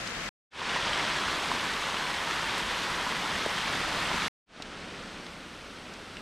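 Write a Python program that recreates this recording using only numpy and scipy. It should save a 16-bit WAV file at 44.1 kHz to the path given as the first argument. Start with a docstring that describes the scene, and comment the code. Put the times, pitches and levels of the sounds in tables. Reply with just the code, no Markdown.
"""Water rushes down a narrow stepped stone channel: a dense swarm of ringing bubbles and spray over a wash,
with a few big gulps as air pockets close. It is heard from the bank in full stereo, then close by and
almost mono. After a cut, soft rain hisses in woodland. Single drops hit leaves and stone nearby, among
a few dull knocks. The later shots fade in, and every cut stops the sound dead."""
import sys
import numpy as np
from scipy import signal
from scipy.fft import rfft, irfft
from scipy.io import wavfile

SR = 44100
rng = np.random.default_rng(int(sys.argv[2]) if len(sys.argv) > 2 else 0)


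def put_to_file(sound):
    """Save the sound as 16-bit audio at rate SR, in the file named by the first command-line argument."""
    columns = np.atleast_2d(sound).T  # one column per channel
    safe = np.clip(columns, -1, 1)
    whole_steps = np.round(safe * 32767)
    wavfile.write(sys.argv[1], SR, whole_steps.astype(np.int16))


N = 273861
T = np.arange(N) / SR
BANK_SHOT, CHANNEL_SHOT, WOOD_SHOT = (-1, .292), (.503, 4.283), (4.458, 7)   # (start [s], end [s])


def from_db(db):
    """Decibels to gain."""
    return 10 ** (np.asarray(db) / 20)


def unit_rms(x):
    """Scale to rms 1."""
    return x / np.sqrt(np.mean(x ** 2) + 1e-20)


def automation(points):
    """Straight ramps through (time, value) points, at every sample."""
    return np.interp(T, *np.transpose(points))


def drift(rate_hz):
    """Slow random modulation with a spread of about 1."""
    hop, run_in = 40, 2000
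    pole = np.exp(-2 * np.pi * rate_hz * hop / SR)
    noise = rng.standard_normal(N // hop + run_in + 2)
    slow = signal.lfilter([1], [1, -2 * pole, pole * pole], noise)[run_in:]
    return np.interp(np.arange(N) / hop, np.arange(len(slow)), unit_rms(slow))


def butter(x, hz, kind):
    """Gentle low-, high- or band-pass."""
    return signal.sosfilt(signal.butter(2, hz, kind, fs=SR, output="sos"), x)


def below(x, hz):
    """The band under a crossover, with no phase shift."""
    return signal.sosfiltfilt(signal.butter(2, hz, fs=SR, output="sos"), x)


def equalise(x, curve, modes=()):
    """Minimum-phase EQ: a smooth curve with a few bells on top."""
    hz = np.maximum(np.arange(N // 2 + 1) * SR / N, 1)
    points_hz, points_db = np.transpose(curve)
    db = np.interp(np.log(hz), np.log(points_hz), points_db)
    for centre, width, height in modes:
        db = db + height / (1 + (2 * (hz - centre) / width) ** 2)
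    cepstrum = irfft(np.log(from_db(db)), N)
    cepstrum[1:N // 2] *= 2
    cepstrum[N // 2:] = 0
    return irfft(rfft(x) * np.exp(rfft(cepstrum)), N)


def stereo_side(x, width):
    """A diffuse copy shaped by a width curve, in opposite polarity left and right."""
    random_phase = np.exp(2j * np.pi * rng.random(N // 2 + 1))
    diffuse = irfft(np.abs(rfft(x)) * random_phase, N)
    return equalise(diffuse, width) * np.array([[1], [-1]])


def place(out, start_s, peak_db, pulse):
    """Mix a one-shot into out at a time and a peak level."""
    at = round(start_s * SR)
    out[at:at + len(pulse)] += (from_db(peak_db) * pulse / np.abs(pulse).max())[:N - at]


def shot_fader(span, swell_s=.094, cut_s=.002):
    """A shot swells in from silence and stops dead."""
    start, end = span
    swell = (1 - np.exp(-np.maximum(T - start, 0) / swell_s)) ** 2
    return swell * np.clip((end - T) / cut_s, 0, 1)


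# Near-mono image, wide only at the very top: (frequency [Hz], side minus mid [dB])
NARROW_IMAGE = [(60, -42), (1300, -71), (4400, -64.5), (10000, -40), (12000, 0), (15000, 2.5)]


def settle(x, span, dull_db=-17, clear_s=.9, mono_s=.75):
    """A shot starts dull and mono; its top clears, then spreads."""
    age = T - span[0]
    body = below(x, hz=10500)
    top_gain = from_db(dull_db * np.clip(1 - age / clear_s, 0, 1))
    mid = body + (x - body) * top_gain
    spread = np.clip((age - mono_s) / .15, 0, 1)
    return mid + spread * stereo_side(mid, NARROW_IMAGE)


def impacts(per_s, spread_db):
    """Clicks at random moments, many small and few large."""
    at = np.flatnonzero(rng.random(N) < per_s / SR)
    size_db = spread_db * np.minimum(rng.exponential(1, len(at)), 5)
    clicks = np.zeros(N)
    clicks[at] = from_db(size_db) * rng.choice([-1, 1], len(at))
    return clicks


def ring(drive, hz, cycles):
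    """A resonator: each click rings as a sine that dies by 60 dB in so many cycles."""
    pole = from_db(-60 * hz / (cycles * SR))
    angle = 2 * np.pi * hz / SR
    return signal.lfilter([1, 0, -1], [1, -2 * pole * np.cos(angle), pole * pole], drive + 1e-18) / 2


def bubbles(per_s, spread_db, cycles, clump_db):
    """Ringing bubbles of all sizes arrive in clumps, even in power per Hz; small ones come more often."""
    pitches = np.geomspace(150, 13000, 36)
    shares = np.sqrt(pitches) / np.sqrt(pitches).sum()
    swarm = np.zeros(N)
    for hz, share in zip(pitches, shares):
        clumping = from_db(clump_db * drift(rate_hz=12))
        births = impacts(per_s * share * clumping, spread_db)
        swarm += np.sqrt(hz) * unit_rms(ring(births, hz, cycles))
    return unit_rms(swarm)


def plop(hz, cycles, rise=0):
    """A soft-edged sine that dies by 60 dB in so many cycles, bending up by the fraction rise."""
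    age_cycles = np.arange(int(cycles * SR / hz)) * hz / SR
    progress = age_cycles / cycles
    envelope = (1 - np.exp(-2 * age_cycles)) * from_db(-60 * progress)
    return envelope * np.sin(2 * np.pi * age_cycles * (1 + rise * progress / 2))


# Tone of the rain bed: (frequency [Hz], gain [dB])
RAIN_EQ = [(15, -37), (25, -1.5), (64, -4), (128, -8), (154, -3), (196, -1), (237, -3), (438, -6),
           (529, -5.5), (879, -10), (1420, -7), (1580, -9), (3260, -12), (8320, -24.5), (15000, -47.5)]
# Hollow resonances of the wood, and a dip in the treble: (centre [Hz], width [Hz], gain [dB])
WOOD_BELLS = [(210, 100, 1), (1470, 160, 1), (7100, 1200, -4)]
# Strength of the shower: (time [s], level at 400-8000 Hz [dB])
RAIN_LEVEL = [(4.7, -42.5), (4.978, -42.5), (5.422, -45.5), (6.2, -45)]


def rain():
    """Countless far drops merge into a hiss, with a light patter and plips from nearer ones."""
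    patter = unit_rms(impacts(per_s=250, spread_db=4))
    plips = bubbles(per_s=5000, spread_db=1.0, cycles=21, clump_db=1.5)
    hiss = rng.standard_normal(N)
    bed = equalise(hiss + from_db(-17) * patter + from_db(-6.5) * plips, RAIN_EQ, WOOD_BELLS)
    bed /= np.std(butter(bed, [400, 8000], "band"))
    return from_db(automation(RAIN_LEVEL)) * settle(bed, WOOD_SHOT)


# Soft low knocks: (time [s], peak level [dB], pitch [Hz])
KNOCK_CUES = [(3.466, -30, 236), (4.144, -27, 210), (4.601, -30, 690), (4.601, -35, 260)]


def knocks():
    """Dull knocks hold their pitch and die within a few cycles."""
    out = np.zeros(N)
    for start_s, peak_db, hz in KNOCK_CUES:
        place(out, start_s, peak_db, plop(hz, cycles=4.1))
    return out


# Near drops on leaves and stone: (time [s], peak level [dB], ring pitch [Hz])
DROP_CUES = [(0.072, -25, 2600), (0.0756, -27.5, 4350), (2.1455, -25, 3320), (2.58, -29, 9000),
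             (3.46, -30.5, 8800), (4.6225, -26, 3380), (5.2649, -34, 3600), (5.9374, -36, 5000),
             (6.1694, -30, 2730)]


def drops(splash_decay_s=.0038, tick_gain=3.5, spatter_gain=.12):
    """A drop ticks and splashes briefly; this drives the surface's dead ring, with spatter around it."""
    out, age = np.zeros(N), T[:SR // 30]
    for start_s, peak_db, hz in DROP_CUES:
        splash = rng.standard_normal(len(age)) * np.exp(-age / splash_decay_s)
        splash[0] += tick_gain
        hit = ring(splash, hz, cycles=4.7) + spatter_gain * butter(splash, hz / 2, "high")
        place(out, start_s, peak_db, butter(hit, 6500, "low"))
    return out


# Big air pockets closing in the steps: (time [s], ring peak [dB], pitch [Hz], ring length [cycles])
GULP_CUES = [(0.617, -27, 960, 12), (0.762, -21.5, 950, 13), (0.843, -27, 1040, 14),
             (0.933, -23.5, 3120, 61), (1.5161, -19, 1020, 17), (1.943, -19.5, 1110, 4.9),
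             (2.31, -24.5, 1870, 54), (3.066, -25.5, 982, 65), (3.259, -26, 1360, 67),
             (3.462, -21.5, 496, 4), (4.115, -18.5, 1000, 5.6), (4.221, -22, 1960, 13)]


def gulps(slap_decay_s=.0018, slap_db=-4.5):
    """Air pockets close with a slap and ring, rising in pitch as they near the surface."""
    out, age = np.zeros(N), T[:SR // 30]
    for start_s, peak_db, hz, cycles in GULP_CUES:
        burst = rng.standard_normal(len(age)) * np.exp(-age / slap_decay_s)
        slap = butter(burst, [hz / 2, 2 * hz], "band")
        place(out, start_s, peak_db, plop(hz, cycles, rise=.146))
        place(out, start_s, peak_db + slap_db, slap)
    return out


def rushing_water():
    """Bubbles and sharp splashes over a smooth wash, all surging together; a few ring on as plinks."""
    swarm = bubbles(per_s=9000, spread_db=1.5, cycles=14.6, clump_db=2)
    plinks = bubbles(per_s=600, spread_db=2.2, cycles=59, clump_db=2)
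    splashes = unit_rms(impacts(per_s=2500, spread_db=1.5))
    wash = rng.standard_normal(N)
    water = swarm + from_db(-8.5) * plinks + from_db(-3) * splashes + from_db(-.5) * wash
    surge = from_db(.31 * drift(rate_hz=14))
    return unit_rms(water) * surge


# Tone of the stream from the bank: (frequency [Hz], gain [dB])
BANK_EQ = [(18, -42.5), (30, 14.5), (76, -0.5), (223, 5.5), (383, -3.5), (521, 1), (786, -1.5), (1790, 2),
           (7170, -14), (14000, -34.5)]
# Stereo image on the bank, wider towards the treble: (frequency [Hz], side minus mid [dB])
BANK_IMAGE = [(200, -22), (700, -10), (1700, -4), (2600, -1.5), (4400, 0), (12000, 2)]


def stream_from_bank(gain_db=-37.5):
    """The stream from a few steps away, a little to the left."""
    water = equalise(rushing_water(), BANK_EQ)
    mid = unit_rms(butter(water, 45, "high"))
    pan = from_db([[1.4], [-1.5]])
    return from_db(gain_db) * (mid + stereo_side(mid, BANK_IMAGE)) * pan


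# Tone of the stream close up: (frequency [Hz], gain [dB])
CLOSE_EQ = [(15, -16.5), (25, -3), (59, 1), (103, -3.5), (167, -1.5), (318, -3.5), (691, -3), (1060, 0.5),
            (1860, 0), (2500, -3.5), (3350, -3.5), (6900, -16), (8320, -19), (12800, -32), (15000, -39)]
# Hollow resonances of the channel, and a dip in the treble: (centre [Hz], width [Hz], gain [dB])
CHANNEL_BELLS = [(195, 80, 1), (995, 210, 2), (3350, 700, 0.5), (7200, 1300, -1.5), (8300, 1500, 1)]
# Strength of the flow: (time [s], level at 500-6000 Hz [dB])
FLOW_LEVEL = [(0.75, -29.5), (1.87, -32.5), (4.05, -31.5)]
# Stereo image that the close stream opens towards: (frequency [Hz], side minus mid [dB])
OPEN_IMAGE = [(200, -11), (1300, -16), (2400, -7), (8000, 4)]


def stream_close(churn_db_per_flow_db=.5, churn_db_per_s=.9, opens_at_s=3.18, opening_per_s=.3):
    """The stream in its channel; large bubbles churn in the lows, more with the flow and over time."""
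    flow_db = automation(FLOW_LEVEL)
    churn_db = churn_db_per_flow_db * (flow_db - flow_db.mean())
    churn_db += churn_db_per_s * (T - np.mean(CHANNEL_SHOT))
    water = equalise(rushing_water(), CLOSE_EQ, CHANNEL_BELLS)
    water /= np.std(butter(water, [500, 6000], "band"))
    churn = (from_db(churn_db) - 1) * below(water, hz=360)
    mid = from_db(flow_db) * (water + churn)
    opening = np.clip(opening_per_s * (T - opens_at_s), 0, 1)
    return settle(mid, CHANNEL_SHOT) + opening * stereo_side(mid, OPEN_IMAGE)


def scene():
    """Three beds in turn, with close gulps, knocks and drops in the centre."""
    bank = stream_from_bank() * shot_fader(BANK_SHOT)
    channel = stream_close() * shot_fader(CHANNEL_SHOT)
    wood = rain() * shot_fader(WOOD_SHOT)
    return bank + channel + wood + gulps() + knocks() + drops()


def record(dry):
    """A steep high cut at 15.2 kHz on the whole mix."""
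    return signal.sosfilt(signal.ellip(10, .1, 80, 15200, fs=SR, output="sos"), dry)


dry = scene()
out = record(dry)
put_to_file(out)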